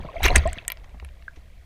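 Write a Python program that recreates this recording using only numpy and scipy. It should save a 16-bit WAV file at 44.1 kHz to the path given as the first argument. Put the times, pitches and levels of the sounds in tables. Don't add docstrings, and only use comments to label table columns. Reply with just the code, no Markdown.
import sys
import numpy as np
from scipy import signal
from scipy.io import wavfile
from scipy.ndimage import uniform_filter1d

SR = 44100
rng = np.random.default_rng(int(sys.argv[2]) if len(sys.argv) > 2 else 0)


def output_pcm(signal):
    pcm = np.clip(np.atleast_2d(signal).T, -1, 1) * 32767
    wavfile.write(sys.argv[1], SR, np.round(pcm).astype(np.int16))


N = 72765

# (t/s, f/Hz, level/dB, life/s)
NEAR_BUBBLES = [(.047, 590, -28, 0.0068), (0.087, 1040, -31.5, 0.0086), (.157, 650, -26.5, .02),
                (0.1666, 2150, -30, 0.0052), (.2052, 728, -19.5, 0.0037), (.2318, 2080, -22.5, 0.0047),
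                (0.242, 3800, -15, 0.0017), (.2514, 2350, -11.5, 0.003), (0.2555, 6100, -12, 0.0016),
                (0.2563, 2000, -12.5, 0.0024), (.2588, 830, -15.5, 0.0027), (0.2636, 1155, -17.5, 0.0035),
                (0.2752, 2120, -14.5, .003), (0.2841, 2690, -14, 0.0056), (0.286, 2240, -10, 0.0018),
                (.302, 701, -20.5, 0.021), (0.3045, 3950, -22, 0.0032), (0.3562, 1800, -5.5, .0025),
                (0.36, 8390, -2.5, .0013), (0.3596, 6270, -9.5, 0.0018), (0.362, 1846, -8.5, .002),
                (0.3662, 7900, -13.5, 0.0011), (.3835, 4545, -26.5, 0.0034), (.4556, 1010, -27, 0.0097),
                (.476, 1830, -31.5, 0.011), (0.577, 1760, -29.5, 0.0027), (0.5846, 3150, -20.5, 0.00095),
                (0.5875, 2500, -26.5, 0.0031), (0.6848, 1850, -34.5, .008), (1.2807, 1540, -24, 0.0045)]
# (t/s, spray level/dB, gurgle level/dB)
CHURN_LEVELS = [(0, -52, -52.5), (.12, -54, -43.5), (.218, -43.5, -43.5), (.238, -23.5, -31.5),
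                (.262, -20, -21.5), (.275, -29, -41), (.30, -37, -26), (.343, -37.5, -31),
                (.362, -21.5, -28.5), (.388, -39.5, -39), (.445, -42, -45), (.59, -48.5, -51),
                (.665, -61.5, -56), (1.03, -64, -62), (1.65, -66, -67)]
# (f/Hz, gain/dB)
TRANSMISSION = [(250, -13.5), (680, 8), (880, -1), (1060, 5), (1350, -7), (2150, 5.5), (2800, -3),
                (3400, -2), (5000, -5), (6400, 7), (7200, -8.5), (8300, -1.5), (11000, -2.5), (13000, -7)]
# (t/s, knock level/dB, snap level/dB, snap f/Hz)
DROP_IMPACTS = [(0.2318, -17.5, -18.5, 7380), (0.2371, -24, -15, 12380), (0.2443, -11, -28, 9200),
                (0.259, -12.5, -23, 12560), (.264, -4, -20, 12940), (0.2825, -11, -21, 9800),
                (0.3597, -2.5, -19, 8660), (.380, -20, -20, 8840), (0.475, -33, -30.5, 7950),
                (.531, -31, -20.5, 8060), (0.6501, -34, -52, 6360), (.680, -30.5, -21.5, 13200),
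                (0.6805, -23, -13, 8060), (0.7016, -18.5, -20.5, 13100), (0.72, -30, -20, 12300),
                (0.7722, -34.5, -49.5, 5000), (0.8938, -46, -59.5, 8200), (0.9993, -33, -53, 6320),
                (1.048, -35.5, -37.5, 9800), (1.089, -39.5, -62, 6400), (1.2241, -41, -58.5, 4000)]
# (f/Hz, relative level/dB)
HOUSING_MODES = [(1030, -12.5), (1430, -10), (1900, -1), (2326, 0.5), (2787, 1), (3140, -5), (3985, -4.5),
                 (5200, -9)]
# (t/s,
# level/dB, life/s, upper band edge f/Hz)
WATER_SLAPS = [(0.3565, -17, 0.0034, 10000), (0.365, -24, .007, 6470), (0.7189, -28, 0.0032, 4000),
               (.843, -43, 0.0028, 3036), (1.36, -50, .01, 3900)]
# (t/s, rocking f/Hz, rocking level/dB, life/s, slosh level/dB)
WATER_SURGES = [(.0, 46.6, -21.5, 0.012, -36), (.05, 58.5, -45, 0.0099, -33.5),
                (0.199, 39.2, -31, 0.033, -59), (0.251, 57.4, -16, 0.019, -26.5),
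                (.297, 29.83, -13.5, 0.053, -33), (0.363, 70.9, -10, 0.052, -20),
                (.4545, 70, -20.5, 0.041, -26), (0.569, 69, -29.5, 0.014, -39),
                (0.944, 47.4, -36, 0.075, -42.5), (1.025, 66.2, -32.5, 0.076, -40),
                (1.372, 60.8, -33.5, 0.024, -47.5)]
# (f/Hz, time to fall 60 dB/s)
TANK_DECAY = [(200, 0.12), (700, 0.17), (3500, .15), (8000, 0.0273)]
# (f/Hz, relative level/dB)
RUMBLE_SPECTRUM = [(10, -4), (30, 0.5), (72, -2.5), (92, -13.5), (122, -15.5), (160, -21), (600, -46.5),
                   (2000, -82)]
# (t/s, level/dB)
RUMBLE_ENVELOPE = [(0, -29), (.14, -45.5), (.25, -19.5), (.38, -21), (.5, -33.5), (.66, -45), (1.05, -44),
                   (1.65, -45.5)]
# (f/Hz, relative level/dB)
HISS_SPECTRUM = [(700, -8.5), (1400, -9.5), (2200, -4.5), (3300, -6), (10000, -13.5), (15000, -16),
                 (16000, -32)]

BUBBLE_RISE, BUBBLE_ONSET_CYCLES = 0.05, 0.8
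GULP_START_S, GULP_HZ, GULP_DB, GULP_LIFE_S = 0.4548, 609.6, -18.5, 0.028
FIZZ_DB, FIZZ_POWER = -3, 1.38
KNOCK_RISE_S, RING_CYCLES = 0.000043, 36
SNAP_RING_S, SNAP_NOISE_S, SNAP_NOISE_DB, SNAP_WIDTH_HZ = 0.00072, 0.00095, -1, 1300
SURGE_RISE_S, SLOSH_S, SLOSH_HZ = 0.0035, 0.0069, 853
THUD_BAND_HZ, THUD_S, THUD_DB = (114, 286), 0.013, -3.5
TANK_DB, HISS_DB = -21, -68


def bubble(hz, life, rise, steepness=2.2):
    t = np.arange(0, 4 * life, 1 / SR)
    cycles = np.cumsum(hz * (1 + rise * t / life)) / SR
    onset = 1 - np.exp(-cycles / BUBBLE_ONSET_CYCLES)
    return np.sin(2 * np.pi * cycles) * onset * np.exp(-(t / life) ** steepness)


def flutter(x, depth_db=0.5, cutoff_hz=132):
    return x * amp(depth_db * band_noise(SR, cutoff_hz)[:len(x)])


def near_bubbles():
    out = np.zeros(N)
    for start, hz, db, life in NEAR_BUBBLES:
        add(out, start, amp(db) * flutter(bubble(hz, life, BUBBLE_RISE)))
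    gulp = bubble(GULP_HZ, GULP_LIFE_S, rise=0.19, steepness=3.7)
    add(out, GULP_START_S, amp(GULP_DB) * flutter(gulp))
    return out


def swarm(low_hz, high_hz, per_s, cycles, spread_db, sizes=40):
    out = np.zeros(N)
    for hz in np.geomspace(low_hz, high_hz, sizes):
        births = rng.random(N) < per_s / sizes / SR
        strength = amp(spread_db * np.minimum(rng.exponential(1, N), 3))
        life = cycles * rng.uniform(0.38, 1.8) / hz
        out += signal.oaconvolve(births * strength, bubble(hz, life, rise=0.0035))[:N]
    out = colour(out, TRANSMISSION)
    power = uniform_filter1d(uniform_filter1d(out ** 2, size=1300), size=1300)
    return out / np.sqrt(abs(power) + 0.02 * np.mean(out ** 2))


def churn():
    spray = swarm(1250, 4630, per_s=1800, cycles=6.1, spread_db=4.5)
    gurgle = swarm(230, 1224, per_s=600, cycles=3.8, spread_db=3)
    fizz = swarm(4800, 16000, per_s=3800, cycles=9, spread_db=4)
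    spray_gain, gurgle_gain = envelope(CHURN_LEVELS, column=1), envelope(CHURN_LEVELS, column=2)
    return spray * spray_gain + gurgle * gurgle_gain + fizz * amp(FIZZ_DB) * spray_gain ** FIZZ_POWER


def knock(t):
    ring = np.zeros(len(t))
    for hz, db in HOUSING_MODES:
        decay = amp(db - 60 * t * hz / RING_CYCLES)
        ring += rng.choice([-1, 1]) * decay * np.sin(2 * np.pi * hz * rng.uniform(0.93, 1.03) * t)
    ring *= 1 - np.exp(-t / KNOCK_RISE_S)
    return ring / abs(ring).max()


def snap(t, hz):
    splash = amp(SNAP_NOISE_DB) * band_noise(len(t), SNAP_WIDTH_HZ) * np.exp(-t / SNAP_NOISE_S)
    onset = 1 - np.exp(-t * hz / BUBBLE_ONSET_CYCLES)
    return np.sin(2 * np.pi * hz * t) * onset * (np.exp(-t / SNAP_RING_S) + splash)


def drops():
    out, t = np.zeros(N), np.arange(SR // 20) / SR
    for start, knock_db, snap_db, snap_hz in DROP_IMPACTS:
        add(out, start, amp(knock_db) * knock(t) + amp(snap_db) * snap(t, snap_hz))
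    return out


def slaps(low_hz=1100):
    out, t = np.zeros(N), np.arange(SR // 20) / SR
    for start, db, life, top_hz in WATER_SLAPS:
        burst = band_noise(len(t), (low_hz, top_hz), "bandpass") * np.exp(-t / life)
        add(out, start, amp(db) * burst)
    return colour(out, TRANSMISSION)


def surges():
    out, t = np.zeros(N), np.arange(SR // 2) / SR
    for start, hz, db, life, slosh_db in WATER_SURGES:
        onset = 1 - np.exp(-t / SURGE_RISE_S)
        rocking = np.sin(2 * np.pi * hz * t) * onset * np.exp(-(t / life) ** 2)
        slosh = band_noise(len(t), SLOSH_HZ, order=4) * np.exp(-t / SLOSH_S)
        thud = band_noise(len(t), THUD_BAND_HZ, "bandpass") * np.exp(-t / THUD_S)
        add(out, start, amp(db) * rocking + amp(slosh_db) * (slosh + amp(THUD_DB) * thud))
    return out


def tank_echoes(x):
    hz, t, spectra = signal.stft(rng.standard_normal(SR // 2), SR, nperseg=256)
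    decay = amp(-60 * t / at_frequency(TANK_DECAY, hz)[:, None])
    _, tail = signal.istft(spectra * decay, SR, nperseg=256)
    return signal.fftconvolve(x, tail / np.linalg.norm(tail))[:N]


def background():
    rumble = unit_rms(colour(rng.standard_normal(N), RUMBLE_SPECTRUM))
    hiss = unit_rms(colour(rng.standard_normal(N), HISS_SPECTRUM))
    return rumble * envelope(RUMBLE_ENVELOPE) + amp(HISS_DB) * hiss


def band_noise(samples, edges_hz, kind="lowpass", order=2):
    band = signal.butter(order, edges_hz, kind, fs=SR, output="sos")
    return unit_rms(signal.sosfilt(band, rng.standard_normal(samples)))


def colour(x, spectrum):
    log_gain = np.log(amp(at_frequency(spectrum, abs(np.fft.fftfreq(N, 1 / SR)))))
    response = np.exp(np.conj(signal.hilbert(log_gain)))
    return np.fft.ifft(np.fft.fft(x) * response).real


def at_frequency(table, hz):
    f, value = np.transpose(table)
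    return np.interp(np.log(hz + 1), np.log(f + 1), value)


def envelope(table, column=1):
    rows = np.array(table)
    return amp(np.interp(np.arange(N) / SR, rows[:, 0], rows[:, column]))


def amp(db):
    return 10 ** (np.asarray(db) / 20)


def unit_rms(x):
    return x / np.sqrt(np.mean(x ** 2) + 1e-20)


def add(mix, start, sound):
    part = mix[max(round(start * SR), 0):][:len(sound)]
    part += sound[:len(part)]


def scene():
    near = near_bubbles() + drops() + slaps()
    return (near + amp(TANK_DB) * tank_echoes(near) + churn() + surges() + background())[None]


def record(dry, cutoff_hz=15900):
    lowpass = signal.firwin(255, cutoff_hz, window=("kaiser", 9), fs=SR)
    return signal.oaconvolve(np.clip(dry, -1, 1), lowpass[None], "same")


dry = scene()
out = record(dry)
output_pcm(out)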